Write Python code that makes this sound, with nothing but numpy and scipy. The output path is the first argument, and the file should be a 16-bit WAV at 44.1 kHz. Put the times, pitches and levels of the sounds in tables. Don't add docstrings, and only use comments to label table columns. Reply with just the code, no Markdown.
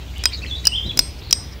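import sys
import numpy as np
from scipy import signal
from scipy.fft import rfft, irfft
from scipy.io import wavfile
from scipy.ndimage import uniform_filter1d

SR = 44100
rng = np.random.default_rng(int(sys.argv[2]) if len(sys.argv) > 2 else 0)


def magnitude_from_level(level_db):
    exponent = np.asarray(level_db, float) / 20
    return 10 ** exponent


def master_out(mix):
    frames = np.transpose(np.atleast_2d(mix))
    ceiling = np.clip(frames, -1, 1)
    pcm = np.round(ceiling * 32767).astype(np.int16)
    wavfile.write(sys.argv[1], SR, pcm)


N = 70560
OVERLOAD = 1.1

# (time [s], force [dB], crack level [dB], thud level [dB])
BLOW_TIMES = [
    (0.2557, 0.5, 0.5, 2),
    (0.6708, 6.5, -4, -2.5),
    (.9913, 3, 9.5, 0),
    (1.3272, 3.5, 2, -2),
]
# (frequency [Hz], level [dB], t60 [s])
STAKE_MODES = [
    [(4960, -3.5, 0.045), (5710, -10, 0.014), (6360, -15.5, 0.0078)],
    [(4968, 1, 0.025), (5710, -10, .03), (6630, 1.5, 0.0032)],
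    [(4980, 3.5, 0.019), (5270, -5, 0.036), (5707, -13, 0.037), (6316, -1.5, 0.0078)],
    [(5000, 3.5, 0.019), (5490, -11.5, 0.038), (5820, 0.5, 0.019), (6860, -8, 0.0057)],
]
# (frequency [Hz], level [dB], t60 [s])
THUD_MODES = [
    [(770, -57, 0.01), (1010, -34, 0.063), (1533, -20, 0.026), (2000, -9, 0.0088), (2515, -13.5, 0.022),
     (3250, -21, 0.029), (3890, -9.5, 0.017), (7080, -14, 0.014), (9100, -25, 0.017), (13300, -28, 0.017)],
    [(1050, -37.5, 0.015), (1363, -38, 0.056), (1690, -18, 0.016), (2660, -25, 0.024), (3900, -42, .02),
     (4830, -7.5, .025), (9000, -22, 0.0093), (10600, -36, .012), (11500, -41, 0.024), (15400, -11, 0.016)],
    [(766, -39, 0.0045), (1073, -23.5, 0.015), (1480, -21, 0.019), (2590, -17.5, 0.021), (3630, -15, 0.021),
     (4200, -12, 0.016), (7300, -19, 0.025), (7800, -26, 0.026), (9800, -26, .014), (15100, -18, 0.024),
     (16170, -35, 0.012)],
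    [(780, -27.5, 0.019), (1240, -21, .012), (1900, -25.5, 0.011), (2620, -17, 0.017), (3300, -9.5, 0.014),
     (3880, -6.5, 0.016), (7030, -22, 0.022), (8100, -28, 0.025), (9920, -19.5, 0.016),
     (11500, -39.5, 0.0088), (14000, -19, 0.013), (16400, -15, 0.013)],
]
# (head ring level [dB], ring length share [1], echo level [dB], grip time [s])
AFTERMATH = [
    (-34.5, 0.62, -24, 0.064),
    (-43, 1.45, -27.5, 0.012),
    (-36, 1.47, -24, 0.02),
    (-36.5, 1.38, -21.5, 0.012),
]
# (frequency [Hz], level [dB], t60 [s], split [Hz])
HEAD_MODES = [(5050, -2, .33, 7), (8425, 7.5, .2, 11), (13400, -12, .1, 14), (15630, -30, .1, 12),
              (10300, -17, .12, 12)]
# (frequency [Hz], level [dB])
BLOW_ECHO_COLOUR = [(700, 6), (2500, -5), (4600, 0), (5050, 6), (5500, 1.5), (6200, 0), (8000, -18),
                    (10500, -8)]
# (frequency [Hz], t60 [s])
PITCH_DECAY = [(1000, 0.99), (3000, 0.091), (5500, 0.53), (9000, 0.64), (15000, 0.19)]

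# (time [s], pitch [Hz], level [dB])
WARBLE_1 = [(0.418, 2367, -40), (0.428, 2666, -41.5), (0.44, 2684, -29), (0.45, 1900, -38.5),
            (0.454, 1696, -58), (0.458, 1860, -33.5), (0.464, 3200, -28), (0.466, 3150, -36)]
WARBLE_2 = [(0.465, 4106, -43), (0.475, 4330, -39), (0.505, 3560, -41), (0.512, 3470, -26.5),
            (0.53, 3425, -28), (0.553, 3520, -30), (0.558, 3840, -32.5), (0.562, 3910, -30),
            (0.586, 3794, -37)]
WARBLE_3 = [(0.635, 1900, -50), (0.644, 1977, -39), (.652, 2955, -34), (0.661, 2995, -22),
            (0.672, 2516, -34.5), (0.686, 2420, -50)]
WARBLE_4 = [(0.71, 2525, -58), (0.723, 2826, -28.5), (0.734, 2887, -23.5), (0.742, 3182, -26.5),
            (0.756, 3130, -23), (0.765, 3578, -29), (0.779, 3155, -21.5), (0.801, 3165, -24.5),
            (0.82, 3070, -47)]
WARBLE_5 = [(0.822, 3203, -35), (0.831, 3448, -33), (0.852, 3604, -30.5), (0.869, 4044, -35.5),
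            (0.885, 3862, -31), (0.888, 3944, -42), (0.897, 3405, -20), (0.903, 3403, -28.5),
            (0.914, 3330, -21)]
WARBLE_6 = [(.9135, 3250, -33), (.9155, 2900, -33), (.9175, 2550, -36), (.922, 2400, -46)]
# (frequency [Hz], t60 [s])
NEAR_TREE_DECAY = [(2000, 0.4), (5000, 0.41)]
# (time [s], length [s], start pitch [Hz], end pitch [Hz], level [dB])
FAR_CHIRPS = [(0, 0.031, 4300, 2570, -46.5), (0.076, 0.022, 3455, 3380, -47),
              (0.134, 0.022, 2274, 2136, -45), (0.153, 0.011, 4630, 4420, -49),
              (0.153, 0.026, 2630, 3460, -37), (0.196, 0.044, 3360, 3300, -43.5),
              (0.195, 0.038, 2590, 2360, -46), (0.183, 0.022, 3520, 2580, -36.5),
              (0.189, 0.0305, 4480, 4920, -47.5), (0.262, 0.027, 3250, 3370, -36.5),
              (0.308, 0.025, 3600, 4210, -35), (0.326, 0.012, 3872, 4908, -30),
              (0.331, 0.015, 5124, 3860, -30), (0.339, 0.013, 3850, 4670, -41),
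              (0.361, 0.027, 4200, 3580, -40), (0.306, 0.033, 1976, 2734, -38.5),
              (0.371, 0.013, 6070, 7350, -47), (0.41, 0.033, 3800, 5670, -43.5),
              (0.496, 0.009, 4640, 4230, -39), (0.557, 0.017, 4680, 4300, -45),
              (.578, 0.02, 4830, 4280, -49), (0.642, 0.0059, 3760, 4500, -33),
              (0.485, .022, 5560, 6820, -50), (0.594, 0.018, 6200, 6800, -51),
              (.466, .012, 6280, 6660, -55), (1.213, 0.018, 2710, 4830, -40),
              (1.231, 0.033, 4700, 4050, -46), (1.257, 0.062, 4800, 4100, -45)]
# (frequency [Hz], t60 [s])
FAR_TREE_DECAY = [(2000, .1), (5000, .085)]

# (time [s], length [s], level [dB])
WIND_PUFFS = [
    (.865, 0.036, -33.5),
    (0.98, 0.043, -36),
    (0.926, 0.16, -42),
    (1.02, 0.056, -42),
    (1.3, 0.017, -38),
    (0.45, 0.15, -41),
    (0.28, 0.085, -50),
]
# (time [s], level [dB], width [s])
WIND_BUFFETS = [
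    (0.867, -27, .004),
    (0.8852, -21, 0.0018),
    (0.941, -37, 0.0017),
    (0.981, -31, 0.0015),
    (1.003, -19, 0.0074),
    (1.021, -41, 0.0041),
    (1.037, -26.5, 0.0025),
]
# (time [s], pitch [Hz], level [dB])
ENGINE_NOTE = [(0.0, 63.04, -32), (0.346, 64.58, -30.5), (0.538, 66, -35), (0.57, 66.2, -25),
               (0.632, 64, -34), (0.756, 59.1, -28.5), (0.802, 56.4, -44), (0.876, 56, -30.5),
               (0.894, 57.1, -48), (0.998, 57.2, -31), (1.064, 67.16, -31.5), (1.172, 67, -37.5),
               (1.568, 66.35, -36), (1.6, 64.4, -41)]
# (frequency [Hz], level [dB per Hz])
RUMBLE_SPECTRUM = [(15, -11), (32, 3), (46, 8), (65, 4.5), (85, 8), (120, -7.5), (170, -9.5), (260, -72)]
# (frequency [Hz], level [dB per Hz])
HISS_SPECTRUM = [(90, -2.5), (140, -0.5), (350, -8.5), (700, -15), (1500, -18.5), (4000, -17.5),
                 (8000, -40), (15700, -31)]


def evened(x):
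    return x / np.sqrt(np.mean(x ** 2) + 1e-20)


def read(points, hz):
    f, value = np.transpose(points)
    return np.interp(np.log(hz + 1), np.log(f + 1), value, -90, value[-1])


def add(mix, s, sound):
    part = mix[round(max(s, 0) * SR):][:len(sound)]
    part += sound[:len(part)]


def band(x, kind, hz, order=2):
    return signal.sosfilt(signal.butter(order, hz, kind, fs=SR, output="sos"), x)


def smooth(x, size, axis=-1):
    return uniform_filter1d(uniform_filter1d(x, size=size, axis=axis), size=size, axis=axis)


def shaped(spectrum, patchy_db):
    hz = np.fft.rfftfreq(2048, 1 / SR)
    a, b, patches = rng.standard_normal((N // 512 + 5, 1025, 3)).T
    patches = uniform_filter1d(patches, size=24, axis=0)
    patches = evened(uniform_filter1d(patches, size=6, axis=1))
    level_db = read(spectrum, hz)[:, None] + patchy_db * patches
    noise = signal.istft((a + 1j * b) * magnitude_from_level(level_db), nperseg=2048, noverlap=1536)[1]
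    return evened(noise[:N])


def field(x, decays, slap_db):
    slap_s, slap_spread_s = 0.201, 0.0082
    first_echo_s = 0.0085
    taps = np.zeros(SR // 2)
    at = np.arange(0, len(taps) - 24, 24)
    at = at + rng.integers(0, 24, len(at))
    taps[at] = rng.choice([-1., 1.], len(at))
    hz, t, z = signal.stft(taps, SR, nperseg=256)
    t60 = np.interp(hz, *np.transpose(decays))[:, None]
    slap = magnitude_from_level(slap_db) * np.exp(-((t - slap_s) / slap_spread_s) ** 2)
    tail = signal.istft(z * (magnitude_from_level(-60 * t / t60) + slap), SR, nperseg=256)[1]
    tail *= np.clip(np.arange(len(tail)) / SR / first_echo_s - .5, 0, 1)
    return signal.fftconvolve(x, tail / np.linalg.norm(tail))[:N]


def limited(x):
    envelope = uniform_filter1d(abs(signal.hilbert(x)), size=9)
    return x / np.maximum(envelope / OVERLOAD, 1)


def modes(table, t, glide=0):
    glide_s = 0.000456
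    bent = t + glide * glide_s * (1 - np.exp(-t / glide_s))
    return sum(magnitude_from_level(db - 60 * t / t60) * np.sin(2 * np.pi * hz * bent) for hz, db, t60 in table)


def steel_crack(t, level_db):
    rise_s, t60 = .00025, 0.0033
    burst = band(rng.standard_normal(len(t)), "band", (1200, 13000))
    return burst * np.minimum(t / rise_s, 1) * magnitude_from_level(level_db - 60 * t / t60)


def head_ring(t, ring_db, share):
    ring = np.zeros(len(t))
    for hz, db, t60, split in HEAD_MODES:
        t60 = t60 * share
        ring += modes([(hz, db, t60)], t) - .8 * modes([(hz + split / share, db, t60)], t)
    return magnitude_from_level(ring_db) * ring


def blows():
    near, sent = np.zeros(N), np.zeros(N)
    t = np.arange(SR // 3) / SR
    for blow, after, stake, thud in zip(BLOW_TIMES, AFTERMATH, STAKE_MODES, THUD_MODES):
        s, force_db, crack_db, thud_db = blow
        ring_db, share, echo_db, grip_s = after
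        steel = modes(stake, t, glide=0.453) * np.exp(-(t / grip_s) ** 2)
        ground = magnitude_from_level(thud_db) * modes(thud, t)
        hit = -magnitude_from_level(force_db) * (steel_crack(t, crack_db) + steel + ground)
        add(near, s, hit)
        add(near, s, head_ring(t, ring_db, share))
        add(sent, s, magnitude_from_level(echo_db) * hit)
    colour = magnitude_from_level(read(BLOW_ECHO_COLOUR, np.fft.rfftfreq(N, 1 / SR) + 700))
    sent = band(irfft(rfft(sent) * colour, N), "low", 11500, order=12)
    near = limited(near)
    lead, lead_db = 768, -13.4
    near = near + magnitude_from_level(lead_db) * np.pad(near, (0, lead))[lead:]
    return near, field(sent, PITCH_DECAY, slap_db=-15.5)


def whistle(t, hz, db, wobble):
    flutter_db, end_s = 2.5, 0.00023
    slow = smooth(rng.standard_normal((2, 9000)), 120)
    flutter, waver = evened(slow)[:, :len(t)]
    ends = np.clip(np.minimum(t - t[0], t[-1] - t) / end_s, 0, 1)
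    hz = uniform_filter1d(hz, size=100) * (1 + wobble * waver)
    level = np.sqrt(2) * ends * magnitude_from_level(db + flutter_db * flutter)
    return level * np.sin(2 * np.pi * np.cumsum(hz) / SR)


def near_bird():
    out = np.zeros(N)
    for note in (WARBLE_1, WARBLE_2, WARBLE_3, WARBLE_4, WARBLE_5, WARBLE_6):
        s, hz, db = np.transpose(note)
        t = np.arange(s[0], s[-1], 1 / SR)
        add(out, s[0], whistle(t, np.interp(t, s, hz), np.interp(t, s, db), wobble=.006))
    return out + magnitude_from_level(-6) * field(out, NEAR_TREE_DECAY, slap_db=-90)


def far_birds():
    out = np.zeros(N)
    for s, length, from_hz, to_hz, db in FAR_CHIRPS:
        t = np.arange(0, length, 1 / SR)
        swell = np.sin(np.pi * t / length)
        hz = from_hz + (to_hz - from_hz) * t / length
        add(out, s, swell * whistle(t, hz, db, wobble=.03))
    rasp = evened(smooth(rng.standard_normal(N), 36))
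    out = out * (0.88 + .7 * rasp)
    return magnitude_from_level(-1.5) * out + magnitude_from_level(-1.5) * field(out, FAR_TREE_DECAY, slap_db=-85.5)


def wind():
    t = np.arange(N) / SR
    gust = sum(magnitude_from_level(db) * np.exp(-((t - s) / length * 2) ** 2) for s, length, db in WIND_PUFFS)
    puffs = gust * evened(band(rng.standard_normal(N), "band", (114, 360)))
    push = np.zeros(N)
    for s, db, width in WIND_BUFFETS:
        u = (t - s) / width
        push += magnitude_from_level(db) * (1 - u ** 2) * np.exp(-u ** 2 / 2)
    rustle_s, rustle_length_s, rustle_db = .5, 1.5, -52
    swell = magnitude_from_level(rustle_db) * np.exp(-((t - rustle_s) / rustle_length_s * 2) ** 2)
    rustle = swell * evened(band(rng.standard_normal(N), "band", (4800, 7600)))
    return puffs + push + rustle


def drone():
    s, hz, db = np.transpose(ENGINE_NOTE)
    t = np.arange(N) / SR
    a, b = band(rng.standard_normal((2, N)), "low", 6, order=1)
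    waver = 1 + .15 * (evened(a) + 1j * evened(b))
    turning = np.exp(2j * np.pi * np.cumsum(np.interp(t, s, hz)) / SR)
    engine = magnitude_from_level(np.interp(t, s, db)) * evened((waver * turning).real)
    return magnitude_from_level(-34.5) * shaped(RUMBLE_SPECTRUM, patchy_db=1) + engine


def air_hiss():
    spectrum = rfft(shaped(HISS_SPECTRUM, patchy_db=2.0))
    spectrum = spectrum * (np.fft.rfftfreq(N, 1 / SR) < 15750)
    return magnitude_from_level(-41) * irfft(spectrum, N)


def tick():
    s, level_db, t60 = .1815, -30, .008
    out, t = np.zeros(N), np.arange(2000) / SR
    click = band(rng.standard_normal(len(t)), "high", 3500)
    add(out, s, click * magnitude_from_level(level_db - 60 * t / t60))
    return out


def scene():
    hits, echoes = blows()
    birds = near_bird() + far_birds()
    low = band(wind() + drone(), "high", 46, order=3)
    mid = hits + echoes + birds + low + air_hiss()
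    side_rumble = magnitude_from_level(-51.5) * evened(band(rng.standard_normal(N), "low", 56.5))
    side = side_rumble + magnitude_from_level(-33.5) * hits
    return np.array([mid + side, mid - side])


def roll_off(x):
    return signal.sosfilt(signal.butter(12, 16710, fs=SR, output="sos"), x)


def record(dry):
    hot = np.clip(dry + tick(), -OVERLOAD, OVERLOAD)
    hot = signal.oaconvolve(hot, signal.firwin(255, 15950, fs=SR)[None], "same")
    return roll_off(np.clip(hot, -1, 1))


dry = scene()
out = record(dry)
master_out(out)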